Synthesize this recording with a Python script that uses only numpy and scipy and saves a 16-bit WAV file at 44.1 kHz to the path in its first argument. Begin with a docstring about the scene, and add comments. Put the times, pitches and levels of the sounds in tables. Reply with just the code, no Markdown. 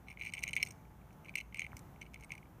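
"""Hard dry food clicks and cracks in short flurries: a cat eats from a small dish outdoors on a quiet night.
Each contact is a few-millisecond ring of shared modes plus a broadband snap; crumbs tick in between.
The mouth pops softly once, and dull bumps, short low pulses, come with the pop and near the end.
Behind the dish lie a faint answer of the yard (decaying noise), distant rumble, hiss and hums (shaped noise)
and a very faint high whistle (a gliding sine and its octave)."""
import sys
import numpy as np
from scipy import signal
from scipy.fft import rfft, irfft, next_fast_len
from scipy.io import wavfile
from scipy.ndimage import map_coordinates

SR = 44100
rng = np.random.default_rng(int(sys.argv[2]) if len(sys.argv) > 2 else 0)


def unload_audio(sound):
    """Save the sound as a 16-bit wav file, at the path given as the first command line argument."""
    columns = np.transpose(np.atleast_2d(sound))
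    # keep every value between -1 and 1, then stretch to whole-number steps
    steps = np.round(np.clip(columns, -1, 1) * 32767)
    wavfile.write(sys.argv[1], SR, steps.astype(np.int16))


N = 114660


def amp(db):
    """Decibels to gain."""
    return 10 ** (np.asarray(db) / 20)


def unit(x):
    """Scale to rms 1."""
    return x / np.sqrt(np.mean(x ** 2) + 1e-20)


def along(points, hz):
    """Interpolate (Hz, value) points on a log frequency axis."""
    point_hz, value = np.transpose(points)
    return np.interp(np.log(hz + 1), np.log(point_hz + 1), value)


def wobble(rate):
    """A smooth random curve through `rate` random knots a second."""
    knots = rng.standard_normal(2048)
    return map_coordinates(knots, [np.arange(N) * rate / SR], mode="wrap")


def filtered(x, response):
    """Multiply the spectrum of x by a response of frequency, zero-padded so that tails do not wrap."""
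    size = next_fast_len(N + SR // 2)
    return irfft(rfft(x, size) * response(np.fft.rfftfreq(size, 1 / SR)), size)[:N]


def causal(gain):
    """The sharp-onset (minimum-phase) impulse response that has this magnitude spectrum."""
    cepstrum = irfft(np.log(gain + 1e-6))
    half = len(cepstrum) // 2
    fold = np.r_[1, np.full(half - 1, 2), 1, np.zeros(half - 1)]
    return irfft(np.exp(rfft(cepstrum * fold)))


def add(track, s, sound):
    """Mix a sound in at s seconds."""
    i = int(np.clip(round(s * SR), 0, N))
    track[i:i + len(sound)] += sound[:N - i]


def crunch(count=4):
    """Food breaking between the teeth: each click is a main fracture followed by a few tiny splinters."""
    # Clicks of the food: start_s, level_db, treble_db
    clicks = [(.084,-39.5,-1),(.1065,-44,2),(.114,-42,-3),(.1005,-47.5,7),(0.1724,-40.5,-26),(.195,-42.5,4.5),(0.2116,-30.5,-7),(0.2199,-34.5,-2),(0.2296,-56,6),(0.2347,-36,-12),
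              (0.2448,-43.5,1),(0.2515,-36.5,-1.5),(0.2616,-36.5,6),(0.2694,-31,-6.5),(0.277,-44,9),(0.2932,-41,2.5),(0.321,-60,15),(.3365,-30,6.5),(.3434,-41.5,7),(0.3504,-39.5,4),(0.369,-37,-6),(0.3786,-36,0),
              (.382,-38.5,-7),(.3904,-40,10),(.4065,-56,18),(0.4253,-41.5,6),(0.432,-39,15),(0.4363,-24.5,7.5),(0.449,-40,-1),(0.4693,-35.5,-21),(0.4779,-31,1),(0.4865,-35,6),(0.4925,-36,3),
              (0.5084,-43,8.5),(0.5318,-31,9.5),(0.5351,-31,-2),(0.554,-50,19),(0.5645,-21,-0.5),(.569,-31,-6),(.574,-28.5,-5),(.58,-31.5,-9),(0.5855,-46,-1),(.597,-42,-11),(0.6013,-36.5,-4),
              (.6057,-37,0),(0.6158,-36.5,-4),(0.6227,-41,-5),(0.6277,-20,8.5),(.6325,-29,9),(0.651,-71,37.5),(0.6626,-41,10),(0.6709,-41.5,14),(0.6853,-51,17),(0.707,-50,19.5),(0.7212,-60.5,23.5),
              (.851,-59,-22),(1.015,-62,-15),(1.106,-60,0),(1.129,-67,15.5),(1.2465,-51,-14),(1.255,-46.5,-35),(1.284,-43.5,-7),(1.2931,-38,-1),(1.339,-47.5,-11),(1.3542,-30,2.5),(1.355,-26,6.5),(1.3707,-37,1),(1.378,-35,-1),(1.3843,-32,2),(1.402,-38.5,0),
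              (1.525,-48,-4),(1.545,-34.5,4),(1.5591,-40.5,-6),(1.5714,-41.5,6.5),(1.584,-38,-17),(1.5937,-24,-2),(1.6055,-39.5,1),(1.6179,-28.5,-6.5),(1.628,-44,-9),(1.6456,-34,-29),(1.6649,-37,-6.5),
              (1.718,-49,-6),(1.7678,-46,17),(1.779,-60,21),(1.7923,-59,23),(1.96,-54.5,-13),(2.0138,-43,2.5),(2.017,-39,-1),(2.024,-52,-3),(2.027,-47,5),(2.136,-54,11),(2.1428,-41,6.5),(2.1588,-43.5,-12),(2.209,-54,14.5),(2.2246,-50,0),(2.2361,-45.5,7),
              (2.2452,-49,11),(2.3047,-37.5,-12),(2.319,-33.5,2.5),(2.3277,-45,-6),(2.3362,-48,2),(2.3518,-45,3),(2.3786,-47.5,5),(2.428,-51,-24.5),(2.455,-58,-10)]
    splinter_db, splinter_window_s = -16, .006
    out = np.zeros(N)
    for s, db, treble_db in clicks:
        add(out, s, amp(db) * contact(s, treble_db))
        splinter = contact(s, treble_db + 5)
        for lag, strength in zip(rng.random(count), rng.standard_normal(count)):
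            gain = amp(db + splinter_db) * strength * (1 - lag / 2)  # later splinters are weaker
            add(out, s + splinter_window_s * lag, gain * splinter)
    return out


def contact(s, treble_db, size=2048):
    """One hard contact: the modes ring for a few ms under a broadband snap; treble_db sets its sharpness."""
    # Modes that every contact rings with, the main one first: centre_hz, width_hz, level_db
    modes = [(2238,349,3.5),(2678,290,-10),(2980,135,-11.5),(3517,115,-24),(4062,165,-20),(4550,146,-28),(5460,380,-28.5),(5935,214,-24.5),(6434,496,-24),
             (8350,200,-23.5),(8980,210,-22),(9730,400,-33),(12330,650,-38),(13700,1000,-36.5),(15000,500,-40)]
    # Broadband snap through the meal, stronger in the last bites: time_s, snap_db
    snap = [(0,-2),(1.66,2),(1.76,6),(2.6,7)]
    level_spread_db, pitch_spread = 5.5, 0.024  # contact to contact; pitch as a share of the main mode's
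    crack_db, crack_spread_db, crack_db_per_treble_db = -40.5, 5.5, 0.28
    low_edge_hz, treble_hz, snap_top_hz = 1975, 3980, 7000  # the snap dulls above snap_top_hz
    smear_s, smear_step_hz, ring_delay_s = 0.000943, 712, 0.00041

    hz = np.fft.rfftfreq(size, 1 / SR)
    centre, width, db = np.transpose(modes)[:, :, None]
    centre = centre + pitch_spread * centre[0] * rng.standard_normal(centre.shape)
    above_main = centre > centre[0]  # the main mode keeps its level
    db = db + level_spread_db * rng.standard_normal(db.shape) * above_main
    peaks = amp(db) / (1 + (2 * (hz - centre) / width) ** 2)

    crack = amp(crack_db + crack_db_per_treble_db * treble_db + crack_spread_db * rng.standard_normal())
    crack = crack * amp(np.interp(s, *np.transpose(snap)))
    crack = crack / np.sqrt(1 + (hz / snap_top_hz) ** 4)

    gain = np.sqrt((peaks ** 2).sum(0) + crack ** 2)
    gain *= amp(treble_db / (1 + (treble_hz / (hz + 1)) ** 8))  # treble shelf
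    gain *= 0.21 + 0.82 / (1 + (low_edge_hz / (hz + 1)) ** 24)  # weaker below the ring's lower edge

    # A fracture takes time: each band arrives a little late, and the main ring swells after the snap.
    late = np.abs(map_coordinates(rng.standard_normal(64), [hz / smear_step_hz], mode="wrap"))
    delay = smear_s * late * np.minimum(hz / treble_hz, 1) ** 2 + ring_delay_s * peaks[0]
    smear = np.exp(-2j * np.pi * np.cumsum(delay) * hz[1])
    sound = irfft(rfft(causal(gain)) * smear)[:size // 2]
    main_ring = causal(peaks[0] + amp(crack_db))
    return sound / np.abs(main_ring).max()


def crumbs(count=48):
    """Loose pieces tick at random while the muzzle works in the dish: small contacts at jittered steps."""
    # Flurries of crumb ticks: start_s, end_s, level_db
    flurries = [(.065,0.142,-52),(.19,0.306,-48.5),(0.321,0.43,-49),(0.443,0.64,-52),(1.246,1.32,-57),(1.371,1.412,-44.5),(1.556,1.66,-48.5),(2.009,2.085,-60.5),(2.127,2.26,-66.5),(2.296,2.382,-56)]
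    ticks_per_s, level_spread_db = 130, 4
    treble_db, treble_spread_db = 2, 4
    out = np.zeros(N)
    for start, end, db in flurries:
        for k, (lag, strength, sharpness) in enumerate(rng.standard_normal((count, 3))):
            s = start + (k + .4 * lag) / ticks_per_s
            tick = contact(s, treble_db + treble_spread_db * sharpness, size=1024)
            if s < end:
                add(out, s, amp(db + level_spread_db * strength) * tick)
    return out


def soft_knocks():
    """A short pop of the mouth and dull bumps: cosines under bell-shaped envelopes, a cycle or two long."""
    # Dull bumps: centre_s, level_db, pitch_hz, half_length_s
    bumps = [(1.7335,-46.5,194,0.003),(1.746,-44,93,0.0092),(2.318,-48,148,0.007)]
    pop = (1.7318, -37.5, 1240, 0.00042)  # same columns
    t = np.arange(N) / SR
    out = np.zeros(N)
    for s, db, hz, half_length in [pop] + list(bumps):
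        envelope = np.exp(-((t - s) / half_length) ** 2)
        out += amp(db) * envelope * np.cos(2 * np.pi * hz * (t - s))
    return out


def yard(x):
    """The answer of the surroundings: x convolved with noise that dies away at its own rate in each band."""
    # Decay time of the yard: band_hz, t60_s
    decay = [(500,0.44),(2300,0.45),(4000,0.25),(5400,0.34),(6500,1),(9000,0.26),(14000,0.066)]
    hz, t, z = signal.stft(rng.standard_normal(SR // 2), SR, nperseg=256)
    fade = amp(-60 * t / along(decay, hz)[:, None])
    tail = signal.istft(z * fade, SR, nperseg=256)[1]
    return signal.fftconvolve(x, tail / np.linalg.norm(tail))[:N]


def night():
    """Distant rumble and faint hiss as slowly wavering shaped noise, with hums as narrow bands of noise."""
    # Spectrum of the night air: band_hz, relative_level_db (per Hz)
    air_spectrum = [(20,-47),(35,-13),(45,-10),(59,-6.5),(80,-6.5),(103,-5),(140,-4.5),(180,-4.5),(232,-13.5),(324,-15),(491,-22),(834,-19.5),(1500,-27.5),(2610,-36.5),(4810,-47),(5850,-42.5),(8400,-46),(14300,-40),(15500,-44)]
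    # Distant hums: pitch_hz, level_db, width_hz (as random knots a second)
    hum_bands = [(57.2,-63.5,9),(768,-81,12),(867,-76.5,12)]
    air_db, waver_db = -56.5, 0.86
    t = np.arange(N) / SR
    air = unit(filtered(rng.standard_normal(N), lambda hz: amp(along(air_spectrum, hz))))
    hums = np.zeros(N)
    for hz, db, width in hum_bands:
        drift = wobble(width) + 1j * wobble(width)
        hums += amp(db) * unit(np.real(drift * np.exp(2j * np.pi * hz * t)))
    return amp(air_db + waver_db * wobble(5.07)) * air + hums


def whistle():
    """A thin arching tone and its octave: sines whose pitch glides and jitters rapidly."""
    # Glide of the whistle: time_s, pitch_hz
    glide = [(1.22,6050),(1.289,6600),(1.39,6250),(1.48,6300),(1.6,6380),(1.8,5950)]
    level_db, octave_db, jitter_hz = -88, 1, 130  # octave relative to the tone
    t = np.arange(N) / SR
    s, hz = np.transpose(glide)
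    pitch = np.interp(t, s, hz) + jitter_hz * wobble(590)
    phase = 2 * np.pi * np.cumsum(pitch) / SR
    progress = np.clip((t - s[0]) / (s[-1] - s[0]), 0, 1)
    swell = np.sqrt(np.abs(np.sin(np.pi * progress)))
    return amp(level_db) * swell * (np.sin(phase) + amp(octave_db) * np.sin(2 * phase))


def scene():
    """The cat at its dish, the yard's answer 28 dB down, and the night air behind."""
    eating = crunch() + crumbs() + soft_knocks()
    return (eating + amp(-28) * yard(eating) + night() + whistle())[None]


def record(dry):
    """The microphone chain keeps nothing above its band limit."""
    top_hz = 15400
    return filtered(dry[0], lambda hz: hz < top_hz)[None]


dry = scene()
out = record(dry)
unload_audio(out)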